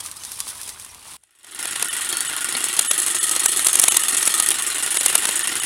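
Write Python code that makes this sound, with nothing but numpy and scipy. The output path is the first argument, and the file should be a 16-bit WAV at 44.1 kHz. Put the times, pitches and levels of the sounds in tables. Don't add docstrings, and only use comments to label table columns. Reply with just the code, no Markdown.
import sys
import numpy as np
from scipy import signal
from scipy.fft import rfft, irfft, next_fast_len
from scipy.io import wavfile

SR = 44100
rng = np.random.default_rng(int(sys.argv[2]) if len(sys.argv) > 2 else 0)


def output_pcm(signal):
    pcm = np.clip(np.atleast_2d(signal).T, -1, 1) * 32767
    wavfile.write(sys.argv[1], SR, np.round(pcm).astype(np.int16))


N = 249165
TIME = np.arange(N) / SR
RAKING_END_S, BUMP_S = 1.168, 2.551

# time in seconds, relative crackle level in dB.
BRUSHING = [(0, -42), (0.14, -44), (0.24, -37), (0.66, -37.5), (0.76, -41.5), (0.88, -43), (1.0, -48),
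            (1.16, -43)]
# crest time in seconds, length in seconds, relative crackle in dB.
PULLS = [(0.007, 0.0086, -25.5), (0.06, 0.053, -33), (0.169, 0.013, -34), (0.317, 0.019, -40),
         (0.395, 0.021, -35), (0.491, 0.037, -29), (0.615, 0.03, -37), (0.688, 0.032, -33),
         (0.818, 0.03, -40), (1.11, 0.086, -39)]
# start in seconds, relative level in dB.
TWIGS = [(0.0034, -20), (0.0603, -12.5), (0.1128, -15.5), (0.2348, -15.5), (0.249, -17), (0.3164, -13),
         (0.402, -6.5), (0.613, -18), (0.6305, -18.5), (0.676, -19), (0.6906, -15), (0.7968, -21),
         (0.8464, -20.5), (0.9453, -25), (1.026, -32)]
# frequency in Hz, relative gain in dB.
CRACKLE_EQ = [(2000, -25), (3500, -5), (5000, -4), (7000, -5.5), (9000, 2.5), (10500, 1.5), (12000, -8.5),
              (16000, -18)]
SWISH_EQ = [(150, -7.5), (300, -7), (500, -11.5), (750, -7.5), (1050, 0), (1500, -7), (2200, -6),
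            (3300, -6), (5000, -16.5)]
TWIG_EQ = [(200, -24), (1000, -9.5), (3000, -7), (6000, 1), (10000, 3), (12000, -2.5), (16000, -30)]
AIR_EQ = [(20, -14), (50, 1), (100, 4.5), (160, -11.5), (400, -12), (1500, -19), (6000, -22), (16000, -27)]
# time in seconds, level in dB.
AIR_LEVEL = [(0, -55.5), (1.16, -57.5), (1.18, -71), (1.35, -84), (1.6, -62.5), (5.65, -65)]

# time in seconds, relative gear level in dB.
GEAR_LEVEL = [(1.2, -73), (1.4, -59), (1.46, -48), (1.6, -34.5), (1.72, -31), (2.0, -30), (4.34, -28),
              (5.65, -27.5)]
# time in seconds, load from 0 to 1.
LOAD = [(1.2, 0.26), (2.4, 0.08), (2.9, 0.58), (3.3, 0.81), (3.8, 0.81), (4.35, 0.89), (4.65, 0.17),
        (5.1, 0.47), (5.65, 0.08)]
# time in seconds, blade cycles per second.
CYCLE_RATE = [(1.61, 12.54), (1.82, 11.03), (1.92, 12.35), (2.29, 12.65), (2.83, 12.26), (2.92, 11.63),
              (3.2, 12.14), (3.84, 11.76), (4.0, 10.38), (4.06, 11.78), (4.3, 11.59), (4.52, 12.5),
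              (4.89, 12.48), (5.11, 10.07), (5.24, 11.15), (5.4, 12.41)]
# tick free, tick loaded, scrape free, scrape loaded, in relative dB.
STROKE_LEVELS = [(5.5, 15, 7.5, 15), (12.5, 9, 6, 10.5)]
# time in seconds, boost in dB.
JAMS = [(2.126, 5), (2.17, 11), (2.205, 5.5), (2.444, 4), (3.065, 6.5), (3.313, 5), (3.69, 9), (3.73, 5.5),
        (4.083, 4), (4.38, 4.5), (4.46, 6.5), (4.507, 7), (5.18, 9)]
# pitch and width in Hz, relative dB running free and under load.
TOOL_MODES = [(126, 8.5, -30.5, -36.5), (346, 63, -19, -14.5), (1262, 36, -32, -6), (1424, 46, -7, -22.5),
              (1780, 126, -10, -11.5), (1913, 130, -9.5, -6.5), (2837, 86, -11, -11.5),
              (3204, 69, -13.5, -10.5), (3516, 57, -19.5, -9), (4260, 100, -26, -5.5),
              (5480, 400, -14.5, -10), (6410, 500, -29, 0), (6500, 290, -17, 2), (8520, 390, -20, -4.5),
              (10330, 430, -8, -1)]
# frequency in Hz, relative gain in dB.
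STEEL_EQ = [(3000, -8), (5000, -17), (6500, -6), (7600, -2), (9000, 5), (10600, 0.5), (11600, -7.5),
            (13000, -12.5), (16000, -23)]
HOUSING_EQ = [(40, -11.5), (150, -13), (280, -5), (500, -9.5), (800, -2), (1200, -1), (2200, -1.5),
              (3600, 1.5), (4800, -5), (6000, -8), (9000, -6)]
CRACK_EQ = [(2500, -19.5), (4500, -12), (6500, -3.5), (8500, 0), (10500, 4), (12000, -7.5), (16000, -46)]
CRUNCH_EQ = [(70, -25), (180, -6), (330, 3), (600, 4.5), (1200, 6), (2000, 6), (3800, 8.5), (6000, -13)]
# time in seconds, crack and crunch levels in relative dB.
THICK_STEMS = [(1.237, -47, -59), (1.446, -38, -47), (1.6558, -21, -30), (1.7615, -23, -29),
               (1.826, -12.5, -23), (2.5513, -33, -27.5), (2.7936, -5, -19), (2.9134, -8, -21),
               (3.001, -16.5, -48), (3.0833, -19, -32), (3.2947, -14, -36), (3.4604, -6.5, -22),
               (3.6695, -5, -21.5), (3.756, -6.5, -25.5), (3.7978, -3.5, -24), (3.8392, -6, -19),
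               (3.8835, -5, -19), (3.922, -15, -26.5), (3.9697, -3.5, -20), (4.1475, -16, -28),
               (4.229, -13, -25.5), (4.2761, -10, -22), (4.4003, -9, -25), (4.4882, -10, -45),
               (4.9713, -13.5, -23), (5.0104, -14, -26.5), (5.0615, -4, -20.5), (5.1016, -20, -24.5),
               (5.1544, -4.5, -18), (5.2548, -13, -23.5), (5.2906, -16, -23)]
LULLS = [(1.897, .009), (2.282, .006), (2.892, .016), (3.198, .009), (3.474, .008), (3.899, .009),
         (4.033, .006), (4.992, .007), (5.436, .005), (5.61, .007)]
# pitch in Hz, relative level in dB.
LULL_TONES = [(1310, -6.5), (1830, -0.5), (2980, 5.5), (3570, -2), (6800, 2.5), (7900, 6), (9050, 7.5),
              (10050, -10), (10550, 8)]
# time in seconds, pitch in Hz, level in dB.
SQUEAK = [(2.08, 4460, -70), (2.12, 4440, -32), (2.17, 4400, -34), (2.22, 4480, -33), (2.26, 4450, -72)]
# pitch in Hz, level in dB, seconds to fall by 60 dB.
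BUMP_MODES = [(249, -36, 0.16), (910, -45, 0.033), (2250, -28, 0.11), (3720, -32, 0.046),
              (4370, -17, 0.034), (4940, -33, 0.077)]


def from_db(db):
    return 10 ** (np.asarray(db) / 20)


def rms_one(x):
    return x / np.sqrt(np.mean(x ** 2) + 1e-20)


def in_time(rows):
    s, *columns = np.transpose(rows)
    return [np.interp(TIME, s, c) for c in columns]


def drift(rate):
    knots = rng.standard_normal(1000)
    return np.interp(TIME * rate, np.arange(len(knots)), knots) * np.sqrt(3 / 2)


def colour(x, eq):
    size = 2 * next_fast_len(N)
    hz, db = np.transpose(eq)
    octave = np.log2(np.maximum(np.arange(size // 2 + 1) * SR / size, 1))
    outside = np.abs(octave - np.clip(octave, np.log2(hz[0]), np.log2(hz[-1])))
    gain = rms_one(from_db(np.interp(octave, np.log2(hz), db) - 20 * np.minimum(outside, 2)))
    cepstrum = irfft(np.log(gain))
    cepstrum[1:size // 2] *= 2
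    cepstrum[size // 2 + 1:] = 0
    return irfft(np.exp(rfft(cepstrum)) * rfft(x, size))[:N]


def resonate(x, hz, width_hz):
    r = np.exp(-np.pi * width_hz / SR)
    feedback = [1, -2 * r * np.cos(2 * np.pi * hz / SR), r * r]
    return signal.lfilter(np.sqrt((1 - r * r) / 2) * np.array([1, 0, -1]), feedback, x)


def random_sizes(spread_db):
    return from_db(spread_db * np.minimum(rng.exponential(1, N), 3))


def grit(per_s, spread_db, grain_s, smooth):
    sizes = random_sizes(spread_db)
    catches = (rng.random(N) < per_s / SR) * sizes ** 2
    power = signal.lfilter([1], [1, -np.exp(-2 / (grain_s * SR))], catches + 1e-18)
    return rng.standard_normal(N) * np.sqrt(smooth + (1 - smooth) * power / power.mean())


def pings(per_s, spread_db, width_hz, low_hz, high_hz, count):
    sizes = random_sizes(spread_db)
    flicks = (rng.random(N) < per_s / SR) * sizes * rng.choice([-1, 1], N)
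    struck = rng.integers(0, count, N)
    pitches = np.geomspace(low_hz, high_hz, count) * (1 + rng.normal(0, 1 / 50, count))
    rings = (resonate(flicks * (struck == k) + 1e-18, hz, width_hz) for k, hz in enumerate(pitches))
    return rms_one(sum(rings))


def bursts(times, levels_db, rise_s, fall_s):
    envelope = np.zeros(N)
    for s, db in zip(times, levels_db):
        near = slice(max(int(s * SR) - SR // 20, 0), int(s * SR) + SR // 10)
        age = TIME[near] - s
        envelope[near] += from_db(db) * np.exp(np.minimum(age / rise_s, -age / fall_s))
    return envelope * rng.standard_normal(N)


def raking():
    power = from_db(in_time(BRUSHING)[0]) ** 2
    for s, length, db in PULLS:
        power += from_db(db) ** 2 * np.exp(-np.square(2 * (TIME - s) / length))
    crackle_db = 10 * np.log10(power)
    swish_db = -47 + 0.49 * (crackle_db + 37.5)
    crackle = from_db(crackle_db - 1) * grit(per_s=400, spread_db=-1, grain_s=0.0021, smooth=0.39)
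    swish = from_db(swish_db) * grit(per_s=400, spread_db=9.5, grain_s=0.0014, smooth=0.75)
    stalks = pings(per_s=220, spread_db=5.5, width_hz=34, low_hz=848, high_hz=6470, count=40)
    return colour(crackle, CRACKLE_EQ) + colour(swish, SWISH_EQ) + from_db(swish_db - 2) * stalks


def twigs():
    s, db = np.transpose(TWIGS)
    snaps = bursts(s + 0.00147, db - 3.5, rise_s=0.000088, fall_s=0.00062)
    splinters = bursts(s + 0.002, db - 16, rise_s=0.0011, fall_s=0.0074)
    return colour(snaps + splinters, TWIG_EQ)


def garden_air():
    return from_db(in_time(AIR_LEVEL)[0]) * colour(rng.standard_normal(N), AIR_EQ)


def strokes(first_cycle_s=1.2712, outward_share=0.461, tick_spread_db=1.5, scrape_spread_db=1.4):
    cycles = np.cumsum(in_time(CYCLE_RATE)[0]) / SR
    cycles -= np.interp(first_cycle_s, TIME, cycles)
    reversals = (np.arange(int(cycles[-1]) + 1)[:, None] + [0, outward_share]).ravel()
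    s = np.interp(reversals[reversals < cycles[-1]], cycles, TIME)
    gears_db = np.interp(s, *np.transpose(GEAR_LEVEL))
    load = np.interp(s, *np.transpose(LOAD))
    direction = np.arange(len(s)) % 2
    tick_free, tick_loaded, scrape_free, scrape_loaded = np.array(STROKE_LEVELS)[direction].T
    tick_jitter, scrape_jitter = (rng.standard_normal((len(s), 2)) * [tick_spread_db, scrape_spread_db]).T
    tick_db = gears_db + tick_free + (tick_loaded - tick_free) * load + tick_jitter
    scrape_db = gears_db + scrape_free + (scrape_loaded - scrape_free) * load + scrape_jitter
    for jam_s, boost_db in JAMS:
        tick_db[np.argmin(np.abs(s - jam_s))] += boost_db
    return s, tick_db, scrape_db


def blade_motion(s, stroke_db, floor=0.13, start_share=0.32, skew=0.63):
    edges = np.append(s, 2 * s[-1] - s[-2])
    turns = np.interp(TIME, edges, np.arange(len(edges)))
    speed = np.abs(np.sin(np.pi * (start_share + (1 - start_share) * (turns % 1) ** skew)))
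    stroke = np.minimum(turns.astype(int), len(s) - 1)
    return rms_one(floor + speed), stroke_db[stroke]


def tool_ring(shake):
    load = in_time(LOAD)[0]
    ring = np.zeros(N)
    for k, (hz, width_hz, free_db, loaded_db) in enumerate(TOOL_MODES):
        level_db = free_db + (loaded_db - free_db) * load - 2 + 2 * drift(rate=22)
        ring += (-1) ** k * from_db(level_db) * resonate(shake, hz, width_hz)
    return ring


def shears():
    s, tick_db, stroke_db = strokes()
    speed, scrape_db = blade_motion(s, stroke_db)
    sliding = from_db(scrape_db) * speed
    gears = from_db(in_time(GEAR_LEVEL)[0])
    ticks = bursts(s + 0.00069, tick_db + 0.5, rise_s=0.00085, fall_s=0.0014)
    scrape = sliding * grit(per_s=540, spread_db=-3, grain_s=0.0011, smooth=0.29)
    teeth = sliding * pings(per_s=620, spread_db=4.5, width_hz=72, low_hz=6910, high_hz=11180, count=24)
    steel = colour(from_db(-8) * scrape + ticks, STEEL_EQ) + from_db(-10.5) * teeth
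    rattle = gears * speed ** 0.48 * grit(per_s=250, spread_db=1.5, grain_s=0.0021, smooth=0.41)
    ring = tool_ring(from_db(1) * rattle + from_db(-3) * ticks)
    clatter = gears * speed ** 0.26 * grit(per_s=300, spread_db=1.5, grain_s=0.0023, smooth=0.24)
    housing = colour(from_db(-3) * clatter + from_db(-14.5) * ticks, HOUSING_EQ)
    stalks = gears * pings(per_s=260, spread_db=3.5, width_hz=19, low_hz=1085, high_hz=4400, count=32)
    return steel + ring + housing + from_db(-9.5) * stalks


def stems(thin_per_s=5):
    caught = TIME[rng.random(N) < thin_per_s * in_time(LOAD)[0] ** 2 / SR]
    thin_stems = [(at, -15, -26.5) for at in caught]
    s, crack_db, crunch_db = np.transpose(list(THICK_STEMS) + thin_stems)
    crack = bursts(s, crack_db + 3.5, rise_s=0.0013, fall_s=0.0021)
    crunch = bursts(s, crunch_db + 4.5, rise_s=0.0032, fall_s=0.0039)
    return colour(crack, CRACK_EQ) + colour(crunch, CRUNCH_EQ)


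def with_lulls(running, depth=0.97):
    gears_db = in_time(GEAR_LEVEL)[0]
    tones = np.zeros(N)
    for hz, db in LULL_TONES:
        level_db = gears_db + db - 7.5 + 4.06 * drift(rate=4.076)
        tones += from_db(level_db) * resonate(rng.standard_normal(N), hz, width_hz=11)
    s, half_length = np.transpose(LULLS)
    distance = np.min(np.abs(TIME - s[:, None]) / half_length[:, None], axis=0)
    lull = depth * np.exp(-distance ** 6 / 2)
    return (1 - lull) * running + lull * tones


def squeak():
    hz, level_db = in_time(SQUEAK)
    sounding = (TIME > SQUEAK[0][0]) & (TIME < SQUEAK[-1][0])
    phase = 2 * np.pi * np.cumsum(hz + 20 * drift(rate=100)) / SR
    return sounding * from_db(level_db) * np.sin(phase)


def bump():
    age = np.maximum(TIME - BUMP_S, 0)
    return sum(from_db(db - 60 * np.minimum(age / t60, 2)) * np.sin(2 * np.pi * hz * age)
               for hz, db, t60 in BUMP_MODES)


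def scene():
    hand = (raking() + twigs()) * (TIME < RAKING_END_S)
    tool = (with_lulls(shears()) + stems() + squeak() + bump()) * (TIME >= RAKING_END_S)
    return (hand + tool + garden_air())[None]


def record(dry):
    lowpass = signal.ellip(10, 0.2, 70, 16000, fs=SR, output="sos")
    return signal.sosfilt(lowpass, np.clip(dry, -1, 1))


dry = scene()
out = record(dry)
output_pcm(out)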